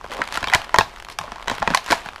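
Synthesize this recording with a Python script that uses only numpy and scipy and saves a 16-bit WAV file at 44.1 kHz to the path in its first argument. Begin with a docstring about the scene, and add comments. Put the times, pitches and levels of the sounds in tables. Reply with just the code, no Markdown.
"""In a small panelled room, close above a table, hands work a clear plastic tray out of a cardboard box.
The thin plastic buckles in sharp snaps. Between them it sticks and slips along the card, making tiny
ticks and a soft rub. Fingers scuff the box, small creases give way, and the box bumps the table twice.
A wall and the room echo over a low steady rumble, and the loudest snaps overload the microphone."""
import sys
import numpy as np
from scipy import signal
from scipy.fft import rfft, irfft, next_fast_len
from scipy.io import wavfile

SR = 44100
rng = np.random.default_rng(int(sys.argv[2]) if len(sys.argv) > 2 else 0)


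def digitize_waveform(pressure):
    """Quantize a signal to 16-bit integers and store it at the path in sys.argv[1].

    Rows of a 2-D input are taken as channels; values are limited to [-1, 1].
    """
    field = np.atleast_2d(pressure).T
    bounded = np.clip(field, -1, 1)
    quanta = np.round(bounded * 32767).astype(np.int16)
    wavfile.write(sys.argv[1], SR, quanta)


N = 97020
T = np.arange(SR // 8) / SR  # the clock for one short sound, in seconds

# Levels in the tables are relative: the code scales them as it mixes.
# tone of the background rumble (frequency [Hz], level [dB])
RUMBLE_TONE = [(20, -7), (38, 0.5), (70, -11.5), (160, -20.5), (400, -18.5), (950, -29.5), (2000, -32.5),
               (6000, -38.5), (15000, -55)]
# how loudly the plastic slides on the card (time [s], slip level [dB], rub level [dB])
SLIDE_LEVELS = [(0, -43.5, -50), (.085, -41.5, -47), (0.123, -34.5, -39), (.2, -35.5, -38),
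                (.3, -43.5, -42.5), (0.347, -35.5, -33), (0.411, -58, -37), (.49, -34.5, -44.5),
                (.59, -40, -34), (0.681, -44, -44.5), (.9, -46, -43.5), (.97, -47, -47.5),
                (1.062, -51, -58), (1.119, -42, -42), (1.17, -79, -53), (1.21, -38, -45), (1.33, -49, -42),
                (1.451, -42, -50), (1.509, -40, -31), (1.6, -40.5, -42), (1.72, -45.5, -32),
                (1.83, -49, -41.5), (1.889, -38.5, -40), (1.924, -26, -27), (1.96, -39.5, -34),
                (2.03, -46, -41.5), (2.068, -44, -38), (2.121, -45.5, -49), (2.2, -37.5, -48.5)]
# how often the tray slips (time [s], rate [slips per second])
SLIP_RATES = [(0, 85), (.28, 95.6), (.35, 273), (.45, 96), (.62, 66), (.92, 164), (1.08, 62), (1.125, 383),
              (1.2, 117), (1.45, 93), (1.52, 181), (1.6, 86.4), (1.91, 260), (2.2, 86.6)]
# tone of the body of a slip (frequency [Hz], level [dB])
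SLIP_TONE = [(150, -10), (450, -6), (700, 0), (1050, 7.5), (1600, -5.5), (3200, -11.5), (5000, -20),
             (15000, -38)]
# tone of the crisp edge of slips and ticks (frequency [Hz], level [dB])
EDGE_TONE = [(500, -6), (2000, 9), (4000, 10), (7000, 2), (10500, -3.5), (15000, -17.5)]
# tone of the soft rub (frequency [Hz], level [dB])
RUB_TONE = [(30, -21), (120, -19), (450, -4.5), (700, 5), (1000, 3), (1600, 2), (3000, -4), (6000, -16.5),
            (10000, -26), (15000, -39)]
# how long the room's echo lasts (frequency [Hz], fade time [s])
ROOM_FADES = [(100, 0.26), (700, 0.25), (2000, 0.17), (5000, 0.19), (14000, 0.23)]
# tone of the room's echo (frequency [Hz], level [dB])
ROOM_TONE = [(80, -4.5), (400, -21.5), (800, -14.5), (1600, -17), (4500, -9), (8000, -15), (14000, -11)]
# standing waves, the notes the room holds on to (pitch [Hz], peak gain [dB], fade time [s])
ROOM_NOTES = [(666, -5, 0.18), (955, -15, 1)]
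# buckles of the tray (time [s], panel pitch [Hz], panel level [dB], pop pitch [Hz],
# shell level [dB], crack level [dB], thump level [dB])
BUCKLES = [(0.0426, 725, -38.5, 1650, -36, -51, -33.5), (0.2091, 970, -29.5, 1440, -48, -47, -32),
           (0.2172, 1325, -23.5, 1700, -19.5, -37, -36), (0.3735, 1370, -22, 1490, -27, -30.5, -33),
           (0.4283, 730, -26.5, 1650, -27, -36.5, -25.5), (0.4421, 1045, -27, 2650, -24, -34.5, -53),
           (0.4725, 850, -26.5, 2250, -25.5, -35, -32), (0.4837, 950, -26.5, 3100, -27, -38, -44),
           (0.4989, 1620, -42, 2090, -27, -39, -37), (0.5176, 680, -34, 1990, -31, -42, -43),
           (0.5275, 692, -16.5, 1970, -24.5, -39, -52), (0.536, 1473, -14, 1990, -12.5, -23, -46),
           (0.5432, 960, -20.5, 2100, -26, -38, -61), (0.5476, 1050, -29, 2340, -17.5, -19.5, -38),
           (0.5541, 667, -16.5, 1790, -19, -33, -26), (0.743, 1004, -10.5, 1670, -13.5, -27, -32),
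           (0.76, 930, -20.5, 1930, -27, -33, -29), (0.7855, 1099, -9, 1617, -7.5, -14, -15),
           (0.7936, 670, -19.5, 1520, -37, -33, -36), (0.8088, 904, -15, 1560, -16.5, -32.5, -28),
           (1.1873, 1090, -24, 1640, -27.5, -28.5, -50), (1.2126, 1040, -31, 1450, -41, -42.5, -47),
           (1.238, 610, -30.5, 1710, -44, -46, -58), (1.2778, 1140, -35, 1520, -38, -69, -41),
           (1.3193, 1034, -30, 1420, -31.5, -40.5, -38), (1.3589, 899, -32.5, 1521, -41, -47, -55),
           (1.4745, 895, -27, 1600, -34, -41, -29), (1.4811, 953, -23.5, 2350, -21, -31.5, -36),
           (1.498, 1056, -26.5, 2030, -23.5, -32, -27.5), (1.513, 950, -22, 1880, -38, -34.5, -25),
           (1.6207, 924, -23, 1460, -22.5, -48, -35), (1.6263, 794, -17, 1600, -26.5, -36.5, -30.5),
           (1.6756, 938, -14.5, 1840, -17, -31.5, -21.5), (1.703, 954, -22, 1570, -27, -36.5, -23),
           (1.7377, 975, -30, 1620, -22.5, -45, -56), (1.7471, 1063, -12.5, 2020, -18.5, -18.5, -56),
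           (1.7735, 820, -23.5, 2130, -23, -27.5, -58), (1.879, 1070, -36, 1470, -34, -46, -62),
           (1.9034, 1123, -22.5, 1868, -23.5, -34.5, -21), (1.9099, 1647, -38, 1870, -21, -24, -46),
           (1.9206, 670, -17, 1460, -17, -24, -46), (1.9269, 958, -15, 1780, -16, -28.5, -48),
           (2.0597, 856, -33.5, 1623, -35.5, -43.5, -36)]
# ringing notes of the box's air and card (pitch [Hz], level [dB], fade time [s])
BOX_NOTES = [(684.5, -6.5, 0.027), (860, -11.5, 0.042), (1027, 2.5, 0.013), (1038, -8.5, 0.04)]
# ringing notes of the plastic shell (pitch [Hz], level [dB], fade time [s])
SHELL_NOTES = [(1360, -6.5, 0.016), (1378, 0, 0.02), (1620, -1, 0.016), (1787, -5.5, 0.032),
               (2395, -0.5, 0.016), (3140, -1, 0.02), (3596, -15, 0.033), (3770, 2.5, 0.018)]
# tone of the crack at a crease (frequency [Hz], level [dB])
CRACK_TONE = [(300, -21), (1500, 0), (3000, 4), (4500, 2.5), (6000, 0.5), (8000, -4), (11000, -11),
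              (15000, -16)]
# tone of the box's thump into the hands (frequency [Hz], level [dB])
THUMP_TONE = [(25, -7), (85, -6), (150, -3.5), (240, -3), (330, -7.5), (430, -6.5), (700, -7), (2000, -98)]
# fingers shifting their grip (middle time [s], half width of the swell [s], level [dB], pitch [Hz])
SCUFFS = [(0.162, 0.16, -36.5, 590), (0.197, 0.0037, -29, 460), (0.428, .008, -42, 271),
          (1.207, 0.013, -42.5, 173), (1.519, 0.0021, -37, 223), (1.617, 0.0083, -32, 165),
          (1.715, 0.007, -29, 224), (1.922, 0.0099, -23.5, 423)]
# small creases giving way (time [s], edge level [dB], body level [dB])
CREASES = [(0.109, -49, -45), (0.117, -49, -32), (0.1237, -51, -32.5), (0.128, -49, -39),
           (0.1358, -41, -35), (0.147, -46.5, -41), (0.168, -48, -35), (0.178, -50, -41),
           (0.2385, -42, -36), (0.275, -42, -32.5), (0.287, -52, -34), (0.324, -35.5, -31.5),
           (0.342, -33, -38), (0.353, -43, -29.5), (0.357, -36, -29), (0.365, -42, -33), (0.407, -44, -39),
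           (0.617, -42.5, -33), (0.644, -43, -40.5), (0.693, -61, -33.5), (0.961, -50, -41),
           (0.972, -61, -40), (0.985, -53, -47), (0.9997, -46, -38.5), (1.024, -48, -39.5),
           (1.0479, -43.5, -39), (1.086, -46.5, -34), (1.0995, -43.5, -40), (1.426, -47, -37.5),
           (1.551, -43, -43), (1.5818, -52, -29), (1.599, -45, -45), (1.711, -53, -31), (1.843, -45, -51),
           (1.862, -40.5, -35), (1.886, -46, -30), (1.891, -43, -33.5), (2.0877, -50, -30.5),
           (2.1599, -48, -36)]
# tone of the body of a tick (frequency [Hz], level [dB])
TICK_TONE = [(250, -17.5), (1000, 5), (1900, -0.5), (4000, -11), (9000, -32.5)]
# the box hitting the table (time [s], level [dB])
TABLE_HITS = [(0.549, -23.5), (0.7858, -21.5)]

SHARP_RISE_S, SOFT_RISE_S = 0.00015, 0.0015
WALL_DELAY_S, WALL_DB, ROOM_DELAY_S = 0.0091, -24, 0.005


def amp(db):
    """Turn decibels into a number to multiply by."""
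    return 10 ** (np.asarray(db) / 20)


def unit(x):
    """Scale a sound to an average power of 1."""
    return x / np.sqrt(np.mean(x ** 2) + 1e-20)


def burst(x):
    """Scale a short sound to the energy of power 1 held for 10 ms."""
    return x / np.sqrt(np.sum(x ** 2) / (SR / 100) + 1e-20)


def along(points, hz):
    """Read between (frequency, value) points, with octaves evenly spaced."""
    freqs, values = np.transpose(points)
    return np.interp(np.log(hz + 1), np.log(freqs + 1), values)


def fade(seconds, t=T):
    """Die away by 60 dB in the given fade time."""
    return np.exp(-np.log(1000) * t / seconds)


def rise(seconds):
    """Swell smoothly from silence."""
    return 1 - np.exp(-T / seconds)


def sine(hz, t=T):
    """A pure note."""
    return np.sin(2 * np.pi * hz * t)


def colour(x, tone):
    """Filter a sound to follow a tone table."""
    size = 2 * next_fast_len(len(x))
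    gain = amp(along(tone, np.fft.rfftfreq(size, 1 / SR)))
    cepstrum = irfft(np.log(gain), size)
    # fold the filter so that it rings only after a sound, never before
    cepstrum[1:size // 2] *= 2
    cepstrum[size // 2 + 1:] = 0
    return irfft(rfft(x, size) * np.exp(rfft(cepstrum)), size)[:len(x)]


def add(track, start_s, sound):
    """Mix a sound into the track at the given time."""
    part = track[max(0, round(start_s * SR)):][:len(sound)]
    part += sound[:len(part)]


def ring(notes, detune, scatter_db=3):
    """An object struck at a new spot: each note gets its own strength, sign and slight pitch shift."""
    hz, db, fade_s = np.transpose(notes)[:, :, None]
    shift, size, side = rng.standard_normal((3, len(notes), 1))
    strength = np.sign(side) * amp(db + scatter_db * size)
    return np.sum(strength * fade(fade_s) * sine(hz * (1 + detune * shift)), axis=0)


def rumble(level_db=-46.5):
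    """A low, steady background noise."""
    return amp(level_db) * unit(colour(rng.standard_normal(N), RUMBLE_TONE))


def sliding(jitter=0.3, scatter_db=3, edge_db=-7):
    """The tray sticks and slips over a soft rub; the faster it slips, the crisper it sounds."""
    t = np.arange(N) / SR
    rate = np.interp(t, *np.transpose(SLIP_RATES))
    grit, rub_noise, fine_grit = rng.standard_normal((3, N))
    gaps, sizes = rng.standard_normal(size=(600, 2)).T
    # a slip comes each time the running count passes one of these unevenly spaced marks
    marks = np.cumsum(np.exp(jitter * gaps))
    starts = np.interp(marks, np.cumsum(rate) / SR, t, right=N / SR)
    slips = np.zeros(N)
    for start, db in zip(starts, scatter_db * np.clip(sizes, -2, 2)):
        add(slips, start, amp(db) * fade(0.007))
    body = unit(colour(slips * grit / np.sqrt(rate), SLIP_TONE))
    edge = amp(edge_db) * unit(colour(slips * fine_grit * rate ** 1.18, EDGE_TONE))
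    rub = unit(colour(rub_noise, RUB_TONE))
    times, slip_db, rub_db = np.transpose(SLIDE_LEVELS)
    return amp(np.interp(t, times, slip_db)) * (body + edge) + amp(np.interp(t, times, rub_db)) * rub


def room(x):
    """The room answers a sound with a short blur of echoes and two ringing notes."""
    hz, frame_times, bands = signal.stft(rng.standard_normal(SR // 3), SR, nperseg=256)
    bands = bands * fade(along(ROOM_FADES, hz)[:, None], frame_times)
    tail = signal.istft(bands, SR, nperseg=256)[1]
    tail = colour(tail / np.linalg.norm(tail), ROOM_TONE)
    t = np.arange(len(tail)) / SR
    for note_hz, db, fade_s in ROOM_NOTES:
        decay = fade(fade_s, t)
        tail += 2 * amp(db) * sine(note_hz, t) * decay / np.sum(decay)
    return signal.fftconvolve(x, tail)


def snap(panel_hz, panel_db, pop_hz, shell_db, crack_db, thump_db):
    """A plastic panel flips: it swings and pops, box and shell ring, a crease cracks, the box thumps."""
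    panel = burst(sine(panel_hz) * fade(0.027) * rise(SOFT_RISE_S))
    box = burst(ring(BOX_NOTES, detune=0.025) * rise(SOFT_RISE_S))
    pop = burst(sine(pop_hz) * fade(0.016) * rise(SHARP_RISE_S))
    # shell notes near the pop ring most: 0.63 octaves away they lose 6 dB
    near_pop = [(hz, db - 6 * (np.log2(hz / pop_hz) / 0.63) ** 2, fade_s)
                for hz, db, fade_s in SHELL_NOTES]
    shell = burst(ring(near_pop, detune=0.06) * rise(SHARP_RISE_S))
    # a big panel cracks duller, losing treble above 4940 Hz
    db_per_octave = 0.39 * np.clip(panel_db - crack_db, 0, 20)
    dulled = [(hz, db - db_per_octave * max(0, np.log2(hz / 4940))) for hz, db in CRACK_TONE]
    crack = burst(colour(rng.standard_normal(len(T)) * fade(0.012) * rise(SHARP_RISE_S), dulled))
    thump = burst(colour(rng.standard_normal(len(T)) * fade(0.032) * rise(0.0011), THUMP_TONE))
    return (amp(panel_db) * (amp(-3.5) * panel + amp(-4) * box)
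            + amp(shell_db) * (amp(-6.5) * pop + amp(-0.5) * shell)
            + amp(crack_db + 2) * crack
            + amp(thump_db - 2) * thump)


def snaps():
    """Each snap arrives directly, its sideways sound bounces off a wall, and both fill the room."""
    out = np.zeros(N)
    for start, *buckle in BUCKLES:
        direct, sideways = snap(*buckle), snap(*buckle)
        add(out, start, direct)
        add(out, start + WALL_DELAY_S, amp(WALL_DB) * sideways)
        add(out, start + ROOM_DELAY_S, (room(direct) + room(sideways)) / np.sqrt(2))
    return out


def finger_scuffs():
    """Fingers shift on the box, each time making a short, dull swell of noise."""
    out = np.zeros(N)
    for middle, half_width, db, hz in SCUFFS:
        tone = [(hz / 4, -20), (hz, 0), (hz * 4, -32), (SR / 2, -70)]
        noise = unit(colour(rng.standard_normal(len(T)), tone))
        swell = np.exp(-0.5 * ((T - T.mean()) / half_width) ** 2)
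        add(out, middle - T.mean(), amp(db) * noise * swell)
    return out


def crease_ticks():
    """A crease gives way without flipping a panel: a tiny burst with a crisp edge and a little body."""
    out = np.zeros(N)
    for start, edge_db, body_db in CREASES:
        edge, body = rng.standard_normal((2, len(T))) * fade(0.012) * rise(SHARP_RISE_S)
        add(out, start, amp(edge_db + 3.5) * burst(colour(edge, EDGE_TONE)))
        add(out, start, amp(body_db + 0.5) * burst(colour(body, TICK_TONE)))
    return out


def table_bumps():
    """The hardest tugs jolt the box against the table, which gives one low thud each time."""
    out = np.zeros(N)
    thud = burst(sine(hz=96) * fade(0.075) * rise(0.0012))
    for start, db in TABLE_HITS:
        add(out, start, amp(db) * thud)
    return out


def scene():
    """The package being opened in the room, over the rumble, in one channel."""
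    background = rumble()
    handling = sliding() + crease_ticks() + finger_scuffs()
    out = background + handling + snaps() + table_bumps()
    add(out, ROOM_DELAY_S, room(handling))
    return out[None]


def record(dry, ceiling=0.97, top_hz=15200):
    """The microphone flattens the tallest peaks and cuts off the highest treble."""
    flattened = dry / (1 + np.abs(dry / ceiling) ** 6) ** (1 / 6)
    treble_cut = signal.butter(14, top_hz, fs=SR, output="sos")
    return signal.sosfiltfilt(treble_cut, flattened)


dry = scene()
out = record(dry)
digitize_waveform(out)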